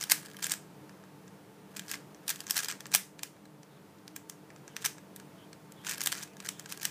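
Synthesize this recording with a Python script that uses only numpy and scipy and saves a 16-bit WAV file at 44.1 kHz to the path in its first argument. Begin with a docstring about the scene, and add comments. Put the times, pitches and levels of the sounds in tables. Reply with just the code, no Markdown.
"""At a desk in a small room, a plastic speed cube is turned by hand in quick bursts, heard close up.
Noise bursts ringing through resonances make the clacks, the seam rattle and the loose ticks.
Gritty friction noise makes the scrapes and soft rubbing; wavering sine tones make faint squeaks.
The room answers with a short diffuse tail, over a fan of unsteady low tones and soft air."""
import sys
import numpy as np
from scipy import signal
from scipy.fft import rfft, irfft, next_fast_len
from scipy.io import wavfile
from scipy.ndimage import uniform_filter1d, map_coordinates

SR = 44100
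rng = np.random.default_rng(int(sys.argv[2]) if len(sys.argv) > 2 else 0)


def materialize(psi):
    """Save the field psi as 16-bit PCM at rate SR to the path in sys.argv[1].

    A 1-D psi becomes a single channel; in a 2-D psi each row is a channel.
    """
    bounded = np.clip(np.atleast_2d(psi).T, -1, 1)
    quanta = np.round(bounded * 32767).astype(np.int16)
    wavfile.write(sys.argv[1], SR, quanta)


N = 304290  # length in samples

# All source levels below are set ahead of the trims in the functions and the mix.
# A piece catches or drops into line: start_s, level_db (rms of the first 3 ms), brightness_db
CLACK_EVENTS = [(0.0279, -31.5, -3.5), (0.039, -29, 4), (0.099, -26, 3), (0.113, -20, 7), (0.1192, -12, 4),
                (0.2598, -42.5, 0), (0.3147, -48, -2), (0.3682, -41.5, 3.5), (0.4268, -30.5, -2.5),
                (0.443, -24, 1), (0.4677, -29.5, 6), (0.4968, -33, 0), (0.5191, -22.5, 4),
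                (0.8943, -48.5, -7), (1.0383, -53, -10), (1.28, -54, -8), (1.768, -34.5, 4),
                (1.7949, -33, -0.5), (1.9146, -29, 3), (1.9415, -32.5, -12), (2.147, -50.5, -7),
                (2.2802, -29.5, 4.5), (2.293, -27, 2), (2.303, -25, 6), (2.3595, -40, 3), (2.405, -32.5, 5),
                (2.5005, -32, 4), (2.5088, -19, 5.5), (2.568, -24, 1), (2.5784, -23.5, 5.5),
                (2.5902, -26.5, 0), (2.632, -34, -6), (2.646, -29.5, 5.5), (2.8063, -38, -0.5),
                (2.8568, -39, -13), (2.8668, -42, 4), (2.9494, -13.5, 5), (2.9595, -20.5, 9),
                (3.1926, -41.5, -5), (3.233, -28.5, 1.5), (3.455, -52, -3), (3.632, -51.5, -2.5),
                (4.0792, -41.5, -2), (4.1632, -33.5, 2), (4.2977, -34, 3.5), (4.504, -48.5, -14),
                (4.562, -50.5, -8), (4.6792, -43, -5), (4.766, -30.5, -1), (4.851, -24.5, 0.5),
                (4.8597, -22, 1.5), (4.9825, -46.5, -7), (5.162, -39, 9), (5.1995, -46, -5),
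                (5.5308, -44.5, -5.5), (5.7213, -45.5, 6.5), (5.848, -41.5, -5), (5.8943, -30.5, 3),
                (5.9115, -30, 2), (5.921, -35, -3), (5.981, -36.5, 2), (6.007, -29, 0),
                (6.0157, -27.5, 0.5), (6.037, -27.5, 11), (6.0607, -23, 6), (6.0723, -19.5, 2.5),
                (6.121, -29, 1), (6.126, -26, 0), (6.182, -41, -6), (6.2335, -36.5, 0), (6.3687, -47.5, -1),
                (6.4027, -38.5, -5), (6.4541, -41, -12), (6.489, -26, 0.5), (6.5964, -36.5, 2),
                (6.6596, -39.5, -6), (6.7233, -31.5, 2.5), (6.775, -40.5, 2), (6.7985, -43, -6),
                (6.8314, -32, 3), (6.8531, -21.5, 2)]
# A layer slides round over the seams: start_s, end_s, scrape_end_db, rattle_db
LAYER_TURNS = [(0, 0.038, -38.5, -37), (0.096, 0.128, -27.5, -30.5), (0.424, 0.469, -38.5, -42),
               (0.496, 0.54, -33, -40), (1.763, 1.782, -49, -41.5), (1.88, 1.956, -44.5, -42),
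               (2.28, 2.317, -33, -31), (2.465, 2.523, -54, -37.5), (2.544, 2.606, -33.5, -38),
               (2.626, 2.659, -38, -36), (2.683, 2.727, -38, -33.5), (2.912, 2.939, -41, -42.5),
               (2.939, 2.959, -20.5, -30), (4.814, 4.837, -41.5, -43), (4.843, 4.868, -30, -31),
               (5.86, 5.946, -40, -35.5), (5.997, 6.078, -49, -43), (6.117, 6.238, -47, -41.5),
               (6.446, 6.475, -50, -39), (6.689, 6.733, -46.5, -45.5), (6.812, 6.861, -37.5, -43)]
# The layers rub while the hands work the cube: start_s, end_s, level_db
RUB_SPELLS = [(0, 0.5, -54), (1.741, 1.95, -57.5), (2.268, 2.74, -56.5), (4.77, 4.853, -59),
              (5.837, 6.23, -52), (6.41, 6.9, -58.5)]
# Faint squeaks as the grip shifts: start_s, length_s, pitch_hz (average), level_db (rms)
GRIP_SQUEAKS = [(3.68, .12, 3690, -75), (4.681, 0.073, 3040, -70), (5.363, 0.1, 3150, -67),
                (5.744, 0.14, 3249, -67.5), (6.255, .1, 2550, -69.5), (6.515, .12, 3260, -66)]
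# Colour of a contact between the plastic walls: frequency_hz, gain_db
SHELL_COLOUR = [(25, -66.5), (150, -23), (450, -22.5), (850, -7.5), (1500, -3), (2400, -3), (4200, -1.5),
                (6200, 1.5), (8200, 0), (10500, -6.5), (15000, -7.5)]
# Resonances of the hollow cubies and their walls: frequency_hz, width_hz, height_db (over the shell colour)
CUBIE_MODES = [(1641, 78, 9), (1804, 130, 3.5), (2400, 90, 4), (2597, 30, 1.5), (3140, 80, 4.5),
               (4800, 73, -1), (5950, 100, 2.5), (7540, 71, 3), (8110, 120, 1.5), (9020, 82, 5),
               (9490, 120, -0.5), (11000, 80, 2.5)]
# Colour of soft rubbing: frequency_hz, gain_db
RUB_COLOUR = [(100, -52.5), (700, -11), (1300, -4), (1680, -1.5), (2100, -8.5), (2700, -8), (6000, -10.5),
              (15000, -14)]
# Decay of the room tail: frequency_hz, t60_s
ROOM_DECAY = [(300, 0.46), (1600, 0.23), (4000, 0.24), (8000, 0.28), (15000, 0.2)]
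# Low tones of the fan: frequency_hz, level_db (rms), width_hz
FAN_TONES = [(102.7, -76.5, 5), (146, -64.5, 10), (159.3, -65, 6), (190, -62, 8), (200.8, -66, 11),
             (300.9, -62.5, 9), (432.5, -68, 16), (654, -73, 13), (891, -71.5, 15)]
# Relative colour of the fan's air: frequency_hz, density_db (per Hz)
FAN_AIR = [(25, -28.5), (55, -24.5), (75, -15), (110, -3.5), (170, 0), (250, -3), (450, -2), (650, -8),
           (1000, -9.5), (2000, -17), (4000, -23), (7500, -26), (10000, -26.5), (15000, -28.5)]

CONTACT_SAMPLES = 4096  # length of one contact sound
LEAD_S = 0.012  # catching ahead of the snap
SEAM_GAP_S, SEAM_SCATTER_DB = 0.008, 2.5  # average time from seam to seam, spread of their strength
RUB_RISE_DB_PER_S, RUB_FALL_DB_PER_S = 400, 180
# the whole fan sinks for a moment and recovers
DIP_S, DIP_DB, DIP_FALL_S, DIP_RECOVER_S = 2.93, -3, 0.067, 2.2
FAN_TRIM_DB = 0.22
TOP_HZ = 15350  # start of the steep treble cut


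def clacks(loose_db=-60, loose_scatter_db=3, loose_bright_db=-5, count=20):
    """Pieces catch on each other and drop into line; loose ones tick faintly as the grip shifts."""
    track = np.zeros(N)
    for start_s, level_db, bright_db in CLACK_EVENTS:
        add(track, start_s - LEAD_S, contact(level_db, bright_db))
    for start_s in rng.random(count) * N / SR:
        level_db = loose_db + loose_scatter_db * rng.standard_normal()
        add(track, start_s, contact(level_db, loose_bright_db))
    return track


def contact(level_db, bright_db, soft_db=-30, hard_db=-15,
            hollow_db=1.5, hollow_per_bright=0.8, sharp_db=1.0, sharp_per_bright=1.2):
    """A click of a given level: the brighter it is, the less it stirs the cavities."""
    force = np.interp(level_db, [soft_db, hard_db], [0, 1])
    hollow = hollow_db - hollow_per_bright * bright_db
    sharp = sharp_db + sharp_per_bright * bright_db
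    return amp(level_db) * click(hollow, sharp, force)


def click(hollow_db, sharp_db, force, body_hz=760, body_width_hz=300, body_db=7.0,
          t60=0.02, snap_t60=0.0051, snap_db=4.0, catch_db=-11, catch_t60=0.025,
          landing_s=0.0009, touch_s=0.0004, edge_db=3.0):
    """One contact: after a short catch, a snap and a brief clatter ring the hollow cubies."""
    time = np.arange(CONTACT_SAMPLES) / SR - LEAD_S
    distance = np.abs(time)
    # the edges grate ever harder, then let go and strike
    catch = amp(catch_db - 60 * distance / catch_t60)
    clatter = amp(-60 * distance / t60)
    envelope = np.where(time < 0, catch, clatter)
    # a light touch snaps at once, a hard blow lands more gradually and dies more slowly
    landing = np.exp(-(time / (touch_s + force * landing_s)) ** 2) * (time < 0)
    snap = (time >= 0) * amp(-60 * distance / (snap_t60 * (1 + force)))
    envelope += amp(snap_db) * (landing + snap)
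    # the edges chatter as they meet
    knots = CONTACT_SAMPLES // 40
    chatter = np.interp(np.arange(CONTACT_SAMPLES), np.linspace(0, CONTACT_SAMPLES, knots),
                        rng.uniform(-1, 1, knots))
    envelope *= amp(edge_db * chatter)
    # flat contacts stir the cavities, corner contacts the treble
    spot_colour = [(400, 0.019), (1100, hollow_db), (2000, hollow_db),
                   (3200, 0.0092), (7500, 0), (10500, sharp_db)]
    # the harder the blow, the more it shakes the whole cube
    modes = list(CUBIE_MODES) + own_modes() + [(body_hz, body_width_hz, force * body_db)]
    burst = rng.uniform(-0.97, 1, CONTACT_SAMPLES) * envelope
    sound = coloured(burst, lambda f: along(SHELL_COLOUR, f) + along(spot_colour, f) + resonance(f, modes))
    first_3_ms = sound[(time > 0) & (time < 0.003)]
    return sound / np.sqrt(np.mean(first_3_ms ** 2))


def own_modes(low_hz=1300, high_hz=8000, relative_width=0.078, height_db=5.0, count=4):
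    """Each piece, struck at another spot, adds a few resonances of its own."""
    centres = low_hz * (high_hz / low_hz) ** rng.random(count)
    return [(hz, relative_width * hz, height_db) for hz in centres]


def rattle(bright_db=-0.5, bright_scatter_db=4):
    """A turning layer ticks over the seams at uneven intervals."""
    track = np.zeros(N)
    for start_s, end_s, _, level_db in LAYER_TURNS:
        seams = max(1, round((end_s - start_s) / SEAM_GAP_S))
        for k in range(seams):
            seam_s = start_s + (end_s - start_s) * (k + rng.random()) / seams
            strength, colour = rng.standard_normal(2)
            tick = contact(level_db + SEAM_SCATTER_DB * strength, bright_db + bright_scatter_db * colour)
            add(track, seam_s - LEAD_S, tick)
    return track


def scrapes(grain_db=5.5, rise_db=5, level_db=-1.5, hollow_db=2, rub_db=-2, rub_grain_db=9.0):
    """Sliding layers drag over the seams, harder until they stop; soft rubbing joins as the hands work."""
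    t = np.arange(N) / SR
    drag = np.zeros(N)
    for start_s, end_s, end_db, _ in LAYER_TURNS:
        times = [start_s - 0.004, start_s, end_s, end_s + 0.006]
        drag += amp(np.interp(t, times, [-120, end_db - rise_db, end_db, -120]))
    flat_contact = [(800, 0), (1600, hollow_db), (3000, 0)]
    scrape = unit(filtered(grating(grain_db), lambda f: amp(
        along(SHELL_COLOUR, f) + along(flat_contact, f) + resonance(f, CUBIE_MODES))))

    pressure = np.zeros(N)
    for start_s, end_s, spell_db in RUB_SPELLS:
        rise = RUB_RISE_DB_PER_S * np.maximum(start_s - t, 0)
        fall = RUB_FALL_DB_PER_S * np.maximum(t - end_s, 0)
        pressure += amp(spell_db - rise - fall)
    rub = unit(filtered(grating(rub_grain_db), lambda f: amp(
        along(RUB_COLOUR, f) + resonance(f, CUBIE_MODES))))
    return amp(level_db) * drag * scrape + amp(rub_db) * pressure * rub


def grating(grain_db):
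    """Friction noise of rms 1 that sticks and slips every few milliseconds, with a limit to the grip."""
    grip = np.minimum(wobble(700) + wobble(170), 2)
    return unit(rng.standard_normal(N) * amp(grain_db * grip))


def squeaks(waver=0.015, rough=0.062):
    """Plastic sticks and slips on plastic in a thin, unsteady tone that swells and fades."""
    track = np.zeros(N)
    # running time with slow and fast pitch wander
    bent_time = np.cumsum(1 + waver * wobble(40) + rough * wobble(900)) / SR
    for start_s, length_s, pitch_hz, level_db in GRIP_SQUEAKS:
        span = slice(round(start_s * SR), round((start_s + length_s) * SR))
        tone = np.sin(2 * np.pi * pitch_hz * bent_time[span])
        add(track, start_s, amp(level_db) * unit(tone * signal.windows.tukey(len(tone))))
    return track


def room(x, gap_s=0.006, size=256, ring_share=0.28):
    """A diffuse field stores the energy of each band and lets it die away as fresh noise."""
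    hz, t, bands = signal.stft(x, SR, nperseg=size)
    power = np.abs(uniform_filter1d(np.abs(bands) ** 2, size=9, axis=0))
    # share of the energy that survives each frame
    kept = amp(-60 * t[1] / along(ROOM_DECAY, hz)) ** 2
    stored = np.array([signal.lfilter([1 - k], [1, -k], band) for k, band in zip(kept, power)])
    noise = signal.stft(rng.standard_normal(N), SR, nperseg=size)[2]
    tail = signal.istft(noise / noise.std() * np.sqrt(stored), SR)[1]
    wet = np.zeros(N)
    add(wet, gap_s, tail)
    # the tail carries the pitch of the cubies with it
    walls = [(500, -9), (1650, 1.5), (3500, -1), (7000, -2.0), (14000, -2.0)]
    return filtered(wet, lambda f: amp(along(walls, f) + ring_share * resonance(f, CUBIE_MODES)))


def fan(air_db=-56.5, waver_db=0.5):
    """Unsteady low tones hum over a soft rush of air; both dip together once."""
    t = np.arange(N) / SR
    air = unit(filtered(rng.standard_normal(N), lambda f: amp(along(FAN_AIR, f))))
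    air_level = amp(air_db + waver_db * wobble(4.275))
    hum = np.zeros(N)
    for hz, level_db, width_hz in FAN_TONES:
        # the wider a tone, the faster it drifts and flutters
        flutter = amp(3.2 * wobble(2 * width_hz))
        drift = 1.33 * wobble(2 * width_hz)
        hum += amp(level_db) * unit(flutter * np.sin(2 * np.pi * hz * t + drift))
    dip = np.interp(t - DIP_S, [0, DIP_FALL_S, DIP_FALL_S + DIP_RECOVER_S], [0, 1, 0])
    return amp(FAN_TRIM_DB + DIP_DB * dip) * (hum + air_level * air)


def amp(db):
    """Decibels to gain."""
    return 10 ** (np.asarray(db) / 20)


def unit(x):
    """Scale to rms 1."""
    return x / np.sqrt(np.mean(x ** 2) + 1e-20)


def along(points, hz):
    """Read (frequency_hz, value) points on a log frequency axis."""
    f, v = np.transpose(points)
    return np.interp(np.log(hz + 1), np.log(f), v)


def wobble(rate):
    """A smooth random curve with rate knots a second."""
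    knots = rng.standard_normal(int(N * rate / SR) + 4)
    return map_coordinates(knots, [np.arange(N) * rate / SR])


def resonance(hz, modes):
    """Gain in dB that modes of frequency_hz, width_hz, height_db add at each frequency."""
    return sum(db / (1 + (2 * (hz - centre) / width) ** 2) for centre, width, db in modes)


def filtered(x, gain):
    """Filter a full-length track by a real gain of frequency, without phase shift."""
    m = next_fast_len(N + SR // 2)
    return irfft(rfft(x, m) * gain(np.fft.rfftfreq(m, 1 / SR)), m)[:N]


def coloured(x, level):
    """Filter a contact sound causally (minimum phase); level gives dB for each frequency."""
    cepstrum = irfft(np.log(amp(level(np.fft.rfftfreq(CONTACT_SAMPLES, 1 / SR)))))
    # fold the cepstrum forward in time so the ringing only follows the strike
    cepstrum[1:CONTACT_SAMPLES // 2] *= 2
    cepstrum[CONTACT_SAMPLES // 2 + 1:] = 0
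    return irfft(rfft(x) * np.exp(rfft(cepstrum)))


def add(track, start_s, sound):
    """Mix a sound into the track at start_s, cut off at the track's end."""
    start = max(0, round(start_s * SR))
    part = track[start:start + len(sound)]
    part += sound[:len(part)]


def scene():
    """Mix the cube, its room tail and the fan."""
    cube = amp(-1.5) * clacks() + amp(-2.5) * rattle() + scrapes() + squeaks()
    return (cube + amp(-10.5) * room(cube) + fan())[None]


def record(dry):
    """Cut the treble above the band limit, sinking 100 dB within 900 Hz."""
    return filtered(dry[0], lambda f: amp(np.interp(f, [TOP_HZ, TOP_HZ + 900], [0, -100])))[None]


dry = scene()
out = record(dry)
materialize(out)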